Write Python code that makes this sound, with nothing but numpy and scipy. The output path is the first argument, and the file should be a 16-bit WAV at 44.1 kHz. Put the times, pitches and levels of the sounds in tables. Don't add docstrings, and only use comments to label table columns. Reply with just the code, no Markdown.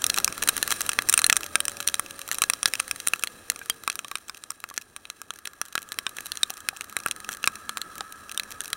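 import sys
import numpy as np
from scipy import signal
from scipy.fft import rfft, irfft
from scipy.io import wavfile

SR = 44100
rng = np.random.default_rng(int(sys.argv[2]) if len(sys.argv) > 2 else 0)


def wav_out(sig):
    wavfile.write(sys.argv[1], SR, np.round(np.clip(np.atleast_2d(sig).T, -1, 1) * 32767).astype(np.int16))


N = 386316

# (centre_hz, width_hz, gain_db)
HOUSING_MODES = [(1169, 53, -3.5), (1350, 137, -1), (1659, 56, 0.5), (1907, 390, -6.5), (2585, 180, -2),
                 (3234, 193, -4.5), (3976, 180, -1), (5660, 230, -2.5), (6300, 200, -4.5),
                 (7440, 290, -5.5), (8940, 710, -7.5), (9200, 326, -1), (11630, 620, -13),
                 (15700, 800, -16.5)]


def amp(db):
    return 10 ** (np.asarray(db) / 20)


def unit(x):
    return x / np.sqrt(np.mean(x ** 2) + 1e-20)


def follow(rows):
    seconds, *columns = np.transpose(rows)
    return [np.interp(np.arange(N) / SR, seconds, column) for column in columns]


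def add(mix, start_s, sound):
    part = mix[max(round(start_s * SR), 0):][:len(sound)]
    part += sound[:len(part)]


def drift(edge_hz):
    f = np.fft.rfftfreq(N, 1 / SR)
    smoothed = rfft(rng.standard_normal(N)) / (1 + (f / edge_hz) ** 4)
    return unit(irfft(smoothed, N))


def resonance(f, hz, width_hz):
    return 1j * f * width_hz / (hz ** 2 - f ** 2 + 1j * f * width_hz)


def causal(db):
    cepstrum = irfft(np.log(amp(db)))
    half = len(cepstrum) // 2
    cepstrum[1:half] *= 2
    cepstrum[half + 1:] = 0
    return np.exp(rfft(cepstrum))


def housing_db(f, weights_db, wall_db=-15.0, damping=1):
    power = amp(wall_db) ** 2 * f ** 2 / (f ** 2 + 140 ** 2)
    for (hz, width_hz, gain_db), weight_db in zip(HOUSING_MODES, weights_db):
        mode = amp(gain_db + weight_db) * resonance(f, hz, width_hz * damping)
        power = power + abs(mode) ** 2
    return 10 * np.log10(power + 1e-9)


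def patter(hits_per_s, flurry, spread_db, spots=12):
    out, f = np.zeros(N), np.fft.rfftfreq(1024, 1 / SR)
    for _ in range(spots):
        lands = rng.random(N) < flurry * hits_per_s / spots / SR
        size_db = spread_db * np.minimum(rng.exponential(1, N), 3)
        weights_db = 3 * rng.standard_normal(len(HOUSING_MODES))
        ring = irfft(causal(housing_db(f, weights_db, damping=1.08)))
        splat = rng.standard_normal(len(ring)) * np.exp(-np.arange(len(ring)) / SR / 0.0014)
        droplet = unit(np.convolve(ring, splat))
        out += signal.oaconvolve(lands * amp(size_db), droplet)[:N]
    return unit(out)


def spray(level_db, hiss_db=-3, mist_db=-5, mist_per_s=260, fleck_db=6.0, fleck_per_s=20,
          spread_db=1.5, swell_db=1.25, fizz_db=-6):
    f = np.fft.rfftfreq(N, 1 / SR)
    through_housing = amp(housing_db(f, np.zeros(len(HOUSING_MODES))))
    hiss = irfft(rfft(rng.standard_normal(N)) * through_housing, N)
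    flurry = np.exp(0.41 * drift(17))
    mist = patter(mist_per_s, flurry, spread_db)
    flecks = patter(fleck_per_s, flurry, spread_db)
    fine = amp(hiss_db) * unit(hiss) + amp(mist_db) * mist
    fizz = 1 + amp(fizz_db) * resonance(f, 9700, 600)
    fine = irfft(rfft(fine) * fizz, N)
    return amp(level_db + swell_db * drift(71)) * (fine + amp(fleck_db) * flecks)


def wind(level_db, trim_db=1, gust_db=-1.7):
    # (pitch_hz, gain_db)
    wind_tone = [(20, -4), (55, -3), (85, 3.5), (140, -4), (290, 1), (560, -3), (750, -5), (1100, -11.5),
                 (2500, -25)]
    f = np.fft.rfftfreq(N, 1 / SR)
    hz, gain_db = np.transpose(wind_tone)
    colour_db = np.interp(np.log(f + 1), np.log(hz), gain_db)
    colour_db -= 20 * np.log10(1 + (f / 4000) ** 2)
    rumble = unit(irfft(rfft(rng.standard_normal(N)) * amp(colour_db), N))
    return amp(level_db + trim_db + gust_db * drift(14)) * rumble


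def clatter_and_engine(level_db, clatter_db=-2, pulse=0.22, hum_db=-2, note_db=11):
    # (time_s, hum_hz, level_db)
    throttle = [(5.3, 195, -97), (6.2, 202.5, -77), (6.75, 210.3, -73), (7.3, 214.6, -62), (8, 216, -61.5),
                (8.76, 215.7, -69)]
    f = np.fft.rfftfreq(N, 1 / SR)
    hum_hz, pull_db = follow(throttle)
    phase = 2 * np.pi * np.cumsum(hum_hz * (1 + 0.0057 * drift(7.4))) / SR
    rattle = rng.standard_normal(N) * (1 + pulse * np.cos(phase / 6))
    modes = amp(-2) * resonance(f, 1248, 240) ** 2 + resonance(f, 1648, 157) ** 2
    clatter = unit(irfft(rfft(rattle) * modes, N))
    hum = unit(np.sin(phase) * (.5 + drift(8.1)))
    note = unit(drift(55) * np.sin(6 * phase) + drift(55) * np.cos(6 * phase))
    pull = amp(hum_db) * hum + amp(note_db) * note
    return amp(level_db + clatter_db) * clatter + amp(pull_db) * pull


def drops(spot_db=2.0, detune=0.037, ring_db=0, ring_q=4, splat_s=0.00053, splat_db=4,
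          wet_s=0.0056, wet_db=-13, size=2048):
    # (touch_s, level_db, body_db, splash_db, ring_hz)
    drop_rows = [(0.0407, -3, -25.5, -14, 9000), (0.0646, -5.5, -22.5, -9, 9130),
                 (0.0991, -4, -25, -19.5, 5400), (0.1419, -11, -26, -16, 9420),
                 (0.1757, -8.5, -14.5, -19, 3820), (0.184, -5.5, -25.5, -17.5, 2680),
                 (0.2443, 0, -34, -13, 5850), (0.2773, -7.5, -15, -17.5, 1640),
                 (0.4256, -8, -13.5, -13.5, 1680), (0.4869, -0.5, -18, -13, 9300),
                 (0.4909, -2, -19, -9.5, 9470), (0.5658, -10.5, -18.5, -9, 1610),
                 (0.627, -3.5, -17, -13, 1620), (0.7223, -6, -13, -12.5, 1670),
                 (0.8154, -10, -25, -9, 9450), (0.8913, -4.5, -16.5, -11, 1700),
                 (0.988, -1, -13.5, -24, 1700), (1.0874, -5.5, -18.5, -10, 5950),
                 (1.0954, 0.5, -21, -5, 9100), (1.126, -6, -19, -8, 9300), (1.1384, 1.5, -20, -10, 9350),
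                 (1.1761, 2, -21, -8.5, 9700), (1.1902, -5, -19.5, -18, 4000),
                 (1.2168, -8.5, -13, -7, 9380), (1.2418, 0.5, -22.5, -17, 4050),
                 (1.264, -2.5, -18, -5, 8900), (1.2975, 3, -16, -18.5, 1540), (1.3259, 0.5, -19, -16, 5750),
                 (1.3658, -2, -17.5, -7.5, 9400), (1.5548, 0.5, -15.5, -14, 9200),
                 (1.6032, -6, -20, -10.5, 9500), (1.6527, -11.5, -23, -9.5, 9400),
                 (1.6809, -8, -19, -10.5, 9300), (1.8027, -13.5, -16, -17, 1440),
                 (1.8746, -2.5, -25.5, -9.5, 3980), (1.8856, -8, -25, -19, 4140),
                 (1.9415, -6.5, -21.5, -14.5, 9500), (1.9947, -6, -7.5, -4, 1270),
                 (2.3136, -8, -15.5, -15.5, 1610), (2.384, -12, -15, -8, 9300),
                 (2.4187, -1, -17, -11.5, 9200), (2.4371, -5.5, -16.5, -15.5, 4030),
                 (2.4984, -1.5, -16, -8.5, 8600), (2.5346, -9, -20.5, -17, 4100),
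                 (2.6292, -6.5, -21.5, -12, 9100), (2.6564, 1.5, -20, -18, 4250),
                 (2.7358, -7.5, -19.5, -15.5, 2550), (2.799, -5, -17.5, -11.5, 9330),
                 (2.911, -7.5, -22.5, -15.5, 2400), (3.0718, -3.5, -17.5, -8.5, 8800),
                 (3.083, -7.5, -31, -3.5, 9000), (3.1346, -3, -17.5, -21.5, 2580),
                 (3.236, -5, -18.5, -14.5, 2560), (3.272, -14.5, -21, -19, 4040),
                 (3.4992, -4, -20.5, -12.5, 1900), (3.6977, -5.5, -18.5, -11, 3270),
                 (3.8763, -6, -11, -16, 1360), (3.899, -9.5, -22.5, -18, 2500),
                 (3.9548, -17, -17, -10, 9410), (3.9907, -14, -18, -16.5, 1870),
                 (4.0457, -21.5, -28, -21, 1170), (4.1138, -17, -12, -16, 1200),
                 (4.1543, -11, -18, -16, 4060), (4.2956, -17.5, -17, -19, 1340),
                 (4.4373, -22, -21, -13, 9570), (4.5043, -13.5, -15.5, -8, 9000),
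                 (4.6391, -16, -10.5, -18, 1350), (4.777, -9.5, -18, -18, 2430),
                 (4.963, -20, -16, -11, 1400), (5.0529, -25, -23, -25, 2580), (5.1, -17, -22, -19.5, 5900),
                 (5.2159, -20.5, -12, -10.5, 1660), (5.305, -15, -15.5, -19, 4080),
                 (5.4548, -17.5, -20, -15, 9400), (5.473, -17, -17, -17, 1620),
                 (5.6141, -9, -14.5, -15, 1350), (5.7533, -7.5, -11, -17, 1340),
                 (5.7777, -10.5, -13.5, -22, 1360), (5.9194, -15, -18.5, -17.5, 1290),
                 (5.9869, -9.5, -18, -17, 1870), (6.0655, -8.5, -19, -24.5, 1850),
                 (6.1845, -17, -12.5, -21.5, 1660), (6.318, -12, -27, -19, 3980),
                 (6.3716, -16.5, -27, -18, 3980), (6.4312, -0.5, -28.5, -19, 3960),
                 (6.5028, -14.5, -21, -14, 1140), (6.6869, -5.5, -18.5, -16.5, 1330),
                 (6.8089, -15, -20, -17.5, 2500), (6.9662, -7.5, -10.5, -10.5, 1380),
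                 (7.0609, -6, -2, -8, 1360), (7.111, -10, -30, -16, 4060), (7.2897, -12.5, -9.5, -15, 1750),
                 (7.4406, -7, -19, -28.5, 1470), (7.474, -0.5, -16, -16.5, 5660),
                 (7.6925, -12, -14.5, -16, 1370), (7.7713, -12, -12.5, -14, 1330),
                 (7.8154, -13.5, -26, -18.5, 1640), (8.0068, -15, -16.5, -21, 1180),
                 (8.375, -9.5, -25, -15.5, 3150), (8.3967, -10, -23, -21, 2590),
                 (8.6051, -13.5, -21.5, -12.5, 9360), (8.7299, -8.5, -19.5, -17.5, 1300)]
    band_edges = [150, 950, 2100, 7000, 16000]
    band_centres = [850, 1250, 3800, 10000]
    contact_s = .0009
    blow_s = 0.00031
    crack_db = -14
    thud_db = -13.5
    t, f, out = np.arange(size) / SR, np.fft.rfftfreq(size, 1 / SR), np.zeros(N)
    band = np.digitize(f, band_edges)
    blow = np.sqrt(size) * (1 / (1 + 1j * f / 6000) + 1 / (1 + 1j * f / 450))
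    spatter_highpass = (1j * f / (1j * f + 900)) ** 2
    for touch_s, level_db, body_db, splash_db, ring_hz in drop_rows:
        splat, wet = rng.standard_normal((2, size))
        flatten = t / (splat_s * amp(0.51 * (level_db + 6)))
        spatter = amp(splat_db) * unit(splat * np.sqrt(flatten) * np.exp(-flatten))
        spatter += amp(wet_db) * unit(wet * wet * wet * np.exp(-t / wet_s))
        force = blow + rfft(spatter) * spatter_highpass
        shifted_f = f * (1 + detune * rng.standard_normal())
        weights_db = spot_db * rng.standard_normal(len(HOUSING_MODES))
        colour_db = housing_db(shifted_f, weights_db, wall_db=-19.5, damping=1.08)
        local_ring = 1 + amp(ring_db) * resonance(f, ring_hz, ring_hz / ring_q)
        spectrum = force * causal(colour_db) * local_ring
        wanted_db = np.array([body_db + thud_db, body_db, crack_db, splash_db])
        for _ in range(2):
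            has_db = 10 * np.log10(np.bincount(band, abs(spectrum) ** 2)[1:-1])
            balance_db = np.interp(np.log(f + 1), np.log(band_centres), wanted_db - has_db)
            spectrum = spectrum * causal(balance_db)
        tick = irfft(spectrum * 1j * f / (1j * f + 70))
        strength = np.sqrt(np.sum(tick ** 2) / (SR * blow_s))
        add(out, touch_s + contact_s, amp(level_db) * tick / strength)
    return out


def knocks(t60_s=0.034, upper_ratio=1.48, upper_db=-9):
    # (start_s, pitch_hz, level_db)
    knock_rows = [(.1845, 817, -26), (3.615, 1610, -28), (3.7013, 3200, -17.5), (4.048, 1170, -31.5),
                  (4.117, 1134, -31.5), (4.712, 1140, -32), (6.503, 765, -32.5), (6.73, 790, -36),
                  (8.008, 794, -28.5)]
    t, out = np.arange(SR // 10) / SR, np.zeros(N)
    for start_s, hz, level_db in knock_rows:
        phase = 2 * np.pi * hz * t
        ring = np.sin(phase) + amp(upper_db) * np.sin(upper_ratio * phase)
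        add(out, start_s, amp(level_db - 60 * t / t60_s) * ring)
    return out


def gears(waver=0.0017, flutter=0.15):
    # (time_s, pitch_hz, level_db)
    whine = [(.9, 647, -76), (1.5, 583, -55.5), (2.1, 557, -58), (2.6, 530.5, -61), (3.2, 504, -63),
             (3.75, 457, -62), (4.2, 432, -81)]
    hz, level_db = follow(whine)
    phase = 2 * np.pi * np.cumsum(hz * (1 + waver * drift(9.6))) / SR
    return amp(level_db) * unit(np.sin(phase) * (1 + flutter * drift(5.7)))


def scene():
    # (time_s, level_db)
    ride = [(0.0, -48), (1.22, -50), (2.07, -55), (2.85, -55.5), (3.88, -58.5), (4.17, -61.5), (4.9, -64.5),
            (5.73, -63), (5.9, -60), (7.95, -56), (8.15, -57.5), (8.76, -56.5)]
    # (middle_s, half_length_s, extra_db)
    showers = [(0.7, 0.23, 6.5), (1.127, 0.069, 5), (1.86, 0.069, 2), (2.54, 0.45, 3.5), (3, 0.22, 3.5),
               (3.84, 0.43, 1), (6.323, 0.19, 5.5)]
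    spray_over_wind_db, clatter_over_wind_db = 4.5, 3.5
    pull_start_s, pull_rise_s, pull_db = 4.98, 0.85, 5.5
    t = np.arange(N) / SR
    (wind_db,) = follow(ride)
    spray_db = wind_db + spray_over_wind_db
    for middle_s, half_s, extra_db in showers:
        spray_db = spray_db + extra_db * np.exp(-((t - middle_s) / half_s) ** 2)
    opening = np.clip((t - pull_start_s) / pull_rise_s, 0, 1)
    clatter_db = wind_db + clatter_over_wind_db + pull_db * opening
    mix = spray(spray_db) + wind(wind_db) + clatter_and_engine(clatter_db)
    mix += drops() + knocks() + gears()
    return mix[None]


def record(dry):
    rounded = dry / (1 + (dry / .78) ** 6) ** (1 / 6)
    lowpass = signal.firwin(255, 16000, window=("kaiser", 9), fs=SR)
    return signal.oaconvolve(rounded, lowpass[None], "same")


dry = scene()
out = record(dry)
wav_out(out)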